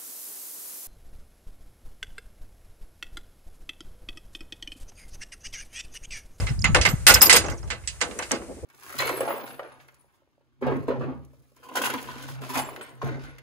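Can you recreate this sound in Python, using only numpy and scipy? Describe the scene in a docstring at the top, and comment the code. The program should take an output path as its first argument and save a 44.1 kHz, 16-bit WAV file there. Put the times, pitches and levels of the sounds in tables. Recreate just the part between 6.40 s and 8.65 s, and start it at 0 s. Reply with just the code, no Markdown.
"""A heavy steel chain is hauled link by link over the rail of a trailer, outdoors, before two microphones.
Each blow is a run of contacts that shakes noise bands and modes of the rail, plus a clink and inharmonic partials.
Snaps are bright noise bursts, slipping links squeak as gliding sines, free links ring on in high modes.
The loose end then knocks a few times and the deck thuds in dull noise.
Behind it, low noise is wind on the microphones, a steady hiss is the air, and falling sines are a faint bird."""
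import sys
import numpy as np
from scipy import signal
from scipy.fft import rfft, irfft
from scipy.io import wavfile

SR = 44100
rng = np.random.default_rng(int(sys.argv[2]) if len(sys.argv) > 2 else 0)


def store_pcm(level_fs):
    """Save levels as 16-bit WAV."""
    pcm = np.round(np.clip(level_fs, -1, 1) * 32767).astype(np.int16)
    wavfile.write(sys.argv[1], SR, np.atleast_2d(pcm).T)


N = 99225
T = np.arange(N) / SR
HZ = np.maximum(np.fft.rfftfreq(N, 1 / SR), 1)
BASS_HZ, MIDDLE_HZ, TREBLE_HZ = 470, 2165, 8950  # where the tilts of a blow are read
LEFT_LEADS_S = .000095  # sound reaches the left microphone first


def from_db(db):
    """Decibels to gain."""
    return 10 ** (np.asarray(db) / 20)


def rms_one(x):
    """Scale to unit level."""
    return x / np.sqrt(np.mean(x ** 2) + 1e-20)


def at_hz(points, hz, axis=1):
    """Read a column of a table on a log-frequency axis."""
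    p = np.array(points)
    return np.interp(np.log(hz), np.log(p[:, 0]), p[:, axis])


def at_time(points):
    """Read a table of levels along the whole scene."""
    return np.interp(T, *np.transpose(points))


def treble_share(hz):
    """Share of a blow's treble tilt that applies at a frequency."""
    return at_hz([(MIDDLE_HZ, 0), (TREBLE_HZ, 1)], hz)


def fade(t, t60):
    """Ring-down from t = 0, by 60 dB in t60 seconds."""
    return np.exp(-np.log(1000) * np.maximum(t, 0) / t60)


def pan(db):
    """Left and right gains of equal total power; positive is left."""
    g = from_db(np.array([[.5], [-.5]]) * db)
    return g / np.sqrt(np.mean(g ** 2, axis=0))


def lags():
    """Arrival delay at the left and right microphone."""
    return np.array([[0], [1]]) * LEFT_LEADS_S


def drift(hz):
    """Chance wandering, mostly below the given frequency, spread 1."""
    return rms_one(irfft(rfft(rng.standard_normal(N)) / (1 + (HZ / hz) ** 2), N))


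# how alike the two microphones hear noise: pitch_hz, correlation
LIKENESS_BY_PITCH = [(60, 0.036), (140, 0.18), (280, 0.81), (600, 0.71), (2000, 0.42), (9000, 0.097)]


def noise(gain):
    """Stereo noise of a given colour as the two microphones hear it, unit level."""
    left, other = rfft(rng.standard_normal((2, N)))
    alike = np.clip(at_hz(LIKENESS_BY_PITCH, HZ), 0, 1)
    right = alike * left + np.sqrt(1 - alike * alike) * other
    right = right * np.exp(-2j * np.pi * HZ * LEFT_LEADS_S)
    return rms_one(irfft(np.array([left, right]) * gain, N))


def coloured(colour):
    """Unit-level stereo noise with the spectrum of a colour table."""
    return noise(from_db(at_hz(colour, HZ)))


# colour of the wind: pitch_hz, density_db (per Hz, relative)
WIND_COLOUR = [(20, -35), (35, -6.5), (52, 6), (75, 2.5), (110, -1), (170, -14.5), (300, -35.5), (800, -70)]
# rise and fall of the wind: time_s, level_db (relative)
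WIND_LEVELS = [(0.0, -30), (0.06, -25.5), (0.09, -46), (0.12, -34), (0.14, -32.5), (0.41, -25.5),
               (0.43, -35.5), (0.51, -33), (0.56, -36), (0.76, -30), (0.83, -42), (1.11, -33.5),
               (1.18, -41), (1.28, -35.5), (1.31, -44.5), (1.82, -53), (2.2, -51), (2.25, -36)]
WIND_DB = 4


def wind():
    """Wind rumbles on the microphones as deep noise of changing level."""
    return from_db(at_time(WIND_LEVELS) + WIND_DB) * coloured(WIND_COLOUR)


# puffs of wind buffet the microphones: middle_s, level_db, spread_s (standard deviation)
WIND_PUFFS = [(.115, -21, .011), (0.188, -26, 0.0085), (0.255, -24.5, 0.017), (0.3, -20, .0085),
              (0.332, -25.5, 0.015), (0.404, -29, 0.0064), (0.5, -27, 0.028), (0.54, -19, 0.0042),
              (1.086, -40, 0.0087)]
# colour of a puff: pitch_hz, density_db (per Hz, relative)
PUFF_COLOUR = [(50, 3.5), (110, 3), (160, 5.5), (250, -9), (400, -27), (900, -63)]


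def puffs():
    """Short bell-shaped swells of low noise as puffs buffet the microphones."""
    level = sum(from_db(db) * np.exp(-.5 * ((T - s) / spread) ** 2) for s, db, spread in WIND_PUFFS)
    return level * coloured(PUFF_COLOUR)


# colour of the hiss: pitch_hz, density_db (per Hz, relative)
AIR_COLOUR = [(100, -25), (500, 1.5), (1000, -2.5), (2000, -2), (3600, -9.5), (6000, -5.5), (9300, -1.5),
              (11500, -17.5), (14000, -16)]
# slow changes of the hiss: time_s, level_db (relative)
AIR_LEVELS = [(0, 13.5), (.2, -2), (.6, 4), (1.2, -2), (1.42, -2.5), (1.58, 1.5), (1.75, 6), (1.9, 7),
              (2.08, -0.5), (2.25, -3)]
AIR_DB, AIR_WAVER_DB, AIR_WAVER_HZ = -52, 1.2, 14


def air():
    """A quiet hiss of broad noise, slightly wavering."""
    level_db = AIR_DB + at_time(AIR_LEVELS) + AIR_WAVER_DB * drift(AIR_WAVER_HZ)
    return from_db(level_db) * coloured(AIR_COLOUR)


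# chirps of a small bird: start_s, level_db
BIRD_CHIRPS = [(1.053, -36.5), (1.112, -40.5), (1.168, -45.5), (1.228, -51)]
CHIRP_START_HZ, CHIRP_FALL_HZ_PER_S, CHIRP_S = 7600, 110000, .026
ECHO_S, ECHO_DB = .011, -9
CHIRP_ROUGH_RAD = .6


def bird():
    """Thin falling chirps, each with one echo, blurred by distance."""
    out = np.zeros(N)
    echoes = [(s + ECHO_S, db + ECHO_DB) for s, db in BIRD_CHIRPS]
    for s, db in BIRD_CHIRPS + echoes:
        t = np.clip(T - s, 0, CHIRP_S)
        phase = 2 * np.pi * (CHIRP_START_HZ - CHIRP_FALL_HZ_PER_S * t / 2) * t
        phase = phase + CHIRP_ROUGH_RAD * drift(670)
        out += from_db(db) * np.sin(np.pi * t / CHIRP_S) ** 2 * np.sin(phase)
    return out


# dull thuds of the deck: start_s, level_db, decay_after_s
DECK_THUDS = [(.384, -51, .007), (1.098, -41.5, 0.047), (1.678, -37.5, 0.042), (1.75, -41.5, 0.035),
              (1.916, -19.5, 0.0082), (1.988, -38, 0.014), (2.081, -34.5, 0.034), (2.162, -43, 0.027),
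              (2.224, -34.5, .015)]
# colour of the planks: pitch_hz, density_db (per Hz, relative)
DECK_COLOUR = [(60, -35), (130, -12), (220, 10), (330, 6), (500, 6.5), (750, -5), (1500, -26.5),
               (4000, -65)]
DECK_T60_S = 0.14


def deck(attack_s=0.016):
    """The chain's weight shifts on the planks: noise with a soft onset, short hold and dull decay."""
    level = sum(from_db(db) * np.clip((T - s) / attack_s, 0, 1) * fade(T - s - decay_after, DECK_T60_S)
                for s, db, decay_after in DECK_THUDS)
    return level * coloured(DECK_COLOUR)


# a link slips and squeaks: start_s, length_s, level_db, fall_hz (negative rises)
LINK_SQUEAKS = [(.003, 0.0049, -34, 0), (0.092, .013, -40, 2), (0.19, .007, -34.5, 600),
                (0.219, 0.0063, -30, 698), (.487, .011, -34, 399), (0.699, 0.014, -16.5, -12),
                (0.74, 0.019, -15, 398), (0.81, 0.0047, -15, 3), (.815, 0.032, -17, 2),
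                (0.857, 0.016, -20, 0), (1.229, 0.0035, -47.5, 5)]
SQUEAK_HZ, SQUEAK_JITTER_HZ, SQUEAK_ROUGH, SQUEAK_PAN_DB = 5100, 165, .45, -12.5


def squeaks():
    """Steel sticks and slips on steel: a short whistle, rough in pitch and level."""
    out = np.zeros(N)
    jitter = SQUEAK_JITTER_HZ * drift(650)
    rough = 1 + SQUEAK_ROUGH * drift(300)
    for s, length, db, fall_hz in LINK_SQUEAKS:
        on = (T > s) & (T < s + length)
        progress = (T[on] - s) / length
        hz = SQUEAK_HZ + jitter[on] - fall_hz * (progress - .5)
        phase = 2 * np.pi * np.cumsum(hz) / SR
        out[on] += from_db(db) * np.sqrt(2 * np.sin(np.pi * progress)) * np.sin(phase)
    return pan(SQUEAK_PAN_DB) * out * rough


RING_WAVER_HZ, RING_FLICKER_DB = 24, 3.8


def link_tone(hz):
    """One mode of a link, wavering as it rubs on its neighbours."""
    phase = 2 * np.pi * (np.cumsum(hz + RING_WAVER_HZ * drift(140)) / SR - hz * lags())
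    return np.sin(phase) * from_db(RING_FLICKER_DB * drift(73.0))


# modes of four links, by link name: pitch_hz, level_db (relative), t60_s
LINK_RING_MODES = {"a": [(13848, 0, .1), (10115, -11, .14), (12650, -19, .12), (13130, -14, .08)],
                   "b": [(13125, 0, .14), (11740, -13, .13), (12670, -15, .11)], "c": [(6750, 0, .25),
                   (9000, -8, .08)], "d": [(13090, 0, .07), (13680, -2, .045), (14200, -4, .05)]}
# a link rings free: start_s, link, level_db (relative), swell_s, left_right_db
LINK_RINGS = [(.192, "c", -48, .002, -26), (0.241, "c", -32.5, .001, -30), (.455, "b", -43, 0.0099, 0),
              (.48, "d", -42, 0.013, -13), (0.49, "b", -34.5, 0.0035, 2), (.667, "c", -22, 0.0035, -14),
              (0.668, "a", -15, 0.025, 3), (0.738, "a", -21.5, 0.0018, 13), (.74, "d", -18, 0.0027, 0),
              (0.816, "a", -5.5, 0.013, 10), (0.856, "b", -17, 0.0021, 2), (.928, "b", -30, .003, 1),
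              (.953, "d", -27, .003, 2), (.962, "d", -22, 0.0033, 2), (1.1, "b", -53, .002, -3)]


def links():
    """A rubbed link swells into its high modes, then rings down."""
    tones = {name: [link_tone(hz) for hz, _, _ in modes] for name, modes in LINK_RING_MODES.items()}
    out = np.zeros((2, N))
    for s, name, db, swell_s, side in LINK_RINGS:
        swell = np.clip((T - s) / swell_s, 0, 1)
        ring = sum(from_db(db + mode_db) * fade(T - s - swell_s, t60) * tone
                   for (_, mode_db, t60), tone in zip(LINK_RING_MODES[name], tones[name]))
        out += pan(side) * swell * ring * np.sqrt(2)  # a sine to unit level
    return out


# dry snaps as one link jerks against the next: start_s, level_db
LINK_SNAPS = [(.065, -38), (.193, -45), (0.217, -35), (0.243, -21), (0.4125, -34), (.7428, -8.5),
              (0.818, -9), (.929, -13), (.963, -21), (1.084, -36), (1.1, -39), (1.613, -26), (1.789, -24),
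              (1.9165, -15.5)]
# colour of a snap: pitch_hz, density_db (per Hz, relative)
SNAP_COLOUR = [(1500, -22), (4000, -20), (6100, 2.5), (7200, -1), (8200, -1), (10000, -7), (11500, -18),
               (14000, -27)]
SNAP_T60_S, SNAP_PAN_DB = 0.029, -2.5


def snaps():
    """Links jerk taut: bright noise starts at once and dies within hundredths of a second."""
    level = sum(from_db(db) * (T >= s) * fade(T - s, SNAP_T60_S) for s, db in LINK_SNAPS)
    return pan(SNAP_PAN_DB) * level * coloured(SNAP_COLOUR)


# links strike the rail; jingle, clinks and contacts all play these blows:
# start_s, level_db (relative), bass_db, treble_db, chatter_s, left_right_db, pitch_hz
BLOWS = [(.001, -41, 9, -7, 0.034, -7, 2080), (0.068, -30.5, -8, -9.5, 0.018, -5.5, 2063),
         (0.2425, -17, -9.5, -19, 0.015, -4, 2035), (.347, -14, 3.5, -8.5, 0.0089, -3, 1413),
         (0.413, -21, -30, -3, 0.011, -8, 6090), (0.452, -14.5, -6, -10, 0.011, -4.5, 2080),
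         (0.489, -52.5, -2, 30, 0.0048, -10, 4900), (.667, -9, -12, -1, 0.013, -2.5, 8920),
         (0.684, -13.5, -1.5, -1.5, 0.029, -5, 1403), (0.739, -23.5, -17, 10, 0.0042, -3, 7480),
         (0.757, -20, -1, -17, 0.013, -1.5, 1498), (0.816, -18.5, 3, 4.5, 0.021, -1.5, 10100),
         (0.863, -30.5, 11, 5.5, 0.011, -10, 6800), (0.8958, -11.5, -9, -2.5, 0.017, -5, 2040),
         (0.9273, -15, 3.5, 6, 0.0035, -6, 7830), (0.94, -18.5, 1.5, -4, 0.022, -3, 3190),
         (0.961, -17.5, -13, 4.5, 0.0066, -4, 9090), (1.04, -39.5, 16, -6, 0.025, -5, 1178),
         (1.084, -33, 7, -29, 0.0022, -5.5, 2630), (1.099, -51.5, 5.5, 17.5, 0.0033, -23, 5000),
         (1.115, -38, 10, -62, 0.007, -4.5, 1436), (1.23, -51.5, 19, -38, 0.0062, -5, 1480),
         (1.275, -55, 15.5, 4, .003, -12, 6500), (1.3031, -26, -7, -9, 0.0069, -7.5, 2034),
         (1.314, -36.5, 1.5, -26, 0.0028, 11, 2100), (1.437, -50, -4, -17, 0.0028, -7, 2050),
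         (1.475, -32, -47, 9.5, 0.0039, -5.5, 7800), (1.607, -39.5, -5, 4.5, 0.0017, -16, 7000),
         (1.6134, -22.5, -3.5, -2.5, .004, -5.5, 1990), (1.621, -30.5, 5.5, -15, 0.0079, 0, 1500),
         (1.711, -43, 7, -6.5, 0.0038, -13, 2670), (1.79, -30, 2.5, -35, 0.0081, -3.5, 1502),
         (1.824, -35.5, -8, -3.5, 0.0053, -6, 1460), (1.91, -28.5, 4, -12, 0.014, -1, 1520),
         (1.922, -34, 8.5, -5.5, 0.029, -5, 817), (2.017, -49, 19, -32, 0.0027, -3, 1270)]
JINGLE_LOW_HZ, JINGLE_HIGH_HZ, JINGLE_T60_S, JINGLE_DB = 1250, 10200, .09, -11


def jingle(count=7):
    """Every blow sets another link ringing with its own inharmonic partials."""
    out = np.zeros((2, N))
    for s, db, _, treble, _, side, _ in BLOWS:
        on = slice(max(int(s * SR), 0), int((s + 2 * JINGLE_T60_S) * SR))
        t = np.maximum(T[on] - s, 0)
        for k, (place, turn) in enumerate(rng.random((count, 2))):
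            hz = JINGLE_LOW_HZ * (JINGLE_HIGH_HZ / JINGLE_LOW_HZ) ** ((k + place) / count)
            level = from_db(db + JINGLE_DB + treble * treble_share(hz))
            cycles = hz * t + turn * np.array([[0], [.5]])  # phase differs left to right
            out[:, on] += pan(side) * level * fade(t, JINGLE_T60_S) * np.sin(2 * np.pi * cycles)
    return out


CLINK_DB, CLINK_HALF_WIDTH_HZ, CLINK_T60_S = -4, 52, 0.052


def clinks():
    """Each blow also rings briefly, as narrow noise at a pitch set by where its link lands."""
    out = np.zeros((2, N))
    wander = signal.hilbert(noise(1 / (1 + (HZ / CLINK_HALF_WIDTH_HZ) ** 2)))
    for s, db, _, treble, chatter_s, side, hz in BLOWS:
        on = slice(max(int(s * SR), 0), int((s + .3) * SR))
        level = from_db(db + CLINK_DB + treble * treble_share(hz))
        carrier = np.exp(2j * np.pi * hz * (T[on] - lags()))
        tone = np.real(wander[:, on] * carrier)
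        out[:, on] += pan(side) * level * fade(T[on] - s - chatter_s, CLINK_T60_S) * tone
    return out


CHATTER_PER_S, CHATTER_DB, CHATTER_SPREAD_DB = 260, -7.5, 3.5


def contacts(count=24):
    """Each blow is a first contact and a run of uneven rebounds: start, level, bass, treble, pan."""
    rows = []
    for s, db, bass, treble, chatter_s, side, _ in BLOWS:
        delays = (np.arange(count) + rng.uniform(0.5, 1.3, count)) / CHATTER_PER_S
        sizes, sides = rng.standard_normal((2, count))
        rows.append((s, db, bass, treble, side))
        for delay, size, sideways in zip(delays, sizes, sides):
            if delay < chatter_s:
                rebound_db = db + CHATTER_DB + CHATTER_SPREAD_DB * np.clip(size, -2, 1)
                rows.append((s + delay, rebound_db, bass, treble, side + 2 * sideways))
    return np.transpose(rows)


def die_away(energy, t60):
    """Energy put into a body leaks away."""
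    return signal.lfilter([1], [1, -np.exp(-2 * np.log(1000) / (t60 * SR))], energy + 1e-18)


def resonance(x, hz, width_hz):
    """One mode, gain 1 at its top."""
    r = np.exp(-np.pi * width_hz / SR)
    forward = np.array([1, 0, -1]) * (1 - r * r) / 2
    return signal.lfilter(forward, [1, -2 * r * np.cos(2 * np.pi * hz / SR), r * r], x)


# the rail's dense ring: pitch_hz, density_db (per Hz, relative), t60_s, long_tail_db (relative)
RAIL_RING = [(149, -13, 0.21, 0.5), (367, -4.5, 0.33, -16.5), (764, -2, 0.24, -15), (1530, -2, 0.12, -10.5),
             (2500, -0.5, 0.14, -26.5), (3600, -2.5, 0.15, -44.5), (6370, -2.5, 0.089, -15.5),
             (9500, -7, 0.15, -21), (11670, -10.5, 0.055, -26.5), (14140, -30, 0.069, -26)]
# its strongest modes: pitch_hz, width_hz, gain_db
RAIL_STRONG_MODES = [(207.8, 5, 9.5), (335, 3.8, 7), (498.7, 26, 0), (823, 24, -2.5), (1183, 37, -4.5),
                     (1304, 8.6, 4.5), (1529, 120, -1.5), (1763, 16, 2), (1993, 32, 5), (2106, 79, 3),
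                     (2596, 46, 4), (2815, 22, 3.5), (4170, 27, -3.5), (4860, 31, 9), (5920, 14, -5.5),
                     (6640, 47, 6), (8770, 240, 11.5), (9200, 63, 7.5), (9930, 180, 2.5)]
RAIL_DB, TAIL_T60_S, CRACK_DB, CRACK_T60_S = -1.5, 0.34, -5.5, 0.022
RAIL_FLICKER_DB, RAIL_FLICKER_HZ = 1.5, 60
# softer contacts lose the very top: dB lost at TOP_HZ per dB below a hard contact
TOP_HZ, TOP_PER_DB, HARD_DB = 12800, 1.1, -4
BASS_PAN_DB = 5.5  # the trailer's body lies to the left


def rail():
    """Every contact gives a crack, a short dense ring and a faint long tail; the strongest modes ring on."""
    s, db, bass, treble, side = contacts()
    at = np.clip(s * SR, 0, N - 1).astype(int)
    edges_hz = [130, 260, 450, 700, 1200, 1700, 2300, 3200, 4400, 6000, 8200, 10400, 12500, 15000]
    out = np.zeros((2, N))
    for low, high in zip(edges_hz, edges_hz[1:]):
        hz = np.sqrt(low * high)
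        colour = bass * at_hz([(BASS_HZ, 1), (MIDDLE_HZ, 0)], hz) + treble * treble_share(hz)
        if hz > TREBLE_HZ:
            colour = colour + (hz / TOP_HZ) ** 2 * TOP_PER_DB * np.minimum(db - HARD_DB, 0)
        sideways = pan(side + BASS_PAN_DB * (hz < BASS_HZ * 2))
        energies = (sideways * from_db(db + colour)) ** 2
        energy = np.array([np.bincount(at, e, N) for e in energies])
        ring = die_away(energy, at_hz(RAIL_RING, hz, axis=2))
        crack = from_db(CRACK_DB) ** 2 * die_away(energy, CRACK_T60_S)
        tail = from_db(at_hz(RAIL_RING, hz, axis=3)) ** 2 * die_away(energy, TAIL_T60_S)
        level = np.sqrt((ring + crack + tail) * (high - low) / MIDDLE_HZ)
        flicker_db = RAIL_FLICKER_DB * drift(RAIL_FLICKER_HZ)
        gain = from_db(RAIL_DB + at_hz(RAIL_RING, hz) + flicker_db)
        out += gain * level * noise((HZ >= low) & (HZ < high))
    return out + sum(from_db(db) * resonance(out, hz, width) for hz, width, db in RAIL_STRONG_MODES)


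def scene():
    """Surroundings, trailer and chain."""
    background = wind() + puffs() + air() + bird()
    chain = squeaks() + links() + snaps() + jingle() + clinks() + rail()
    return background + deck() + chain


LOW_CUT_HZ, CUTOFF_HZ = 30, 14400


def record(dry):
    """The deepest rumble is cut, the loudest peaks overload, and the top is cut."""
    low_cut = signal.butter(4, LOW_CUT_HZ, "high", fs=SR, output="sos")
    top_cut = signal.ellip(10, .2, 70, CUTOFF_HZ, fs=SR, output="sos")
    heard = signal.sosfilt(low_cut, dry)
    return signal.sosfilt(top_cut, np.clip(heard, -1, 1))


dry = scene()
out = record(dry)
store_pcm(out)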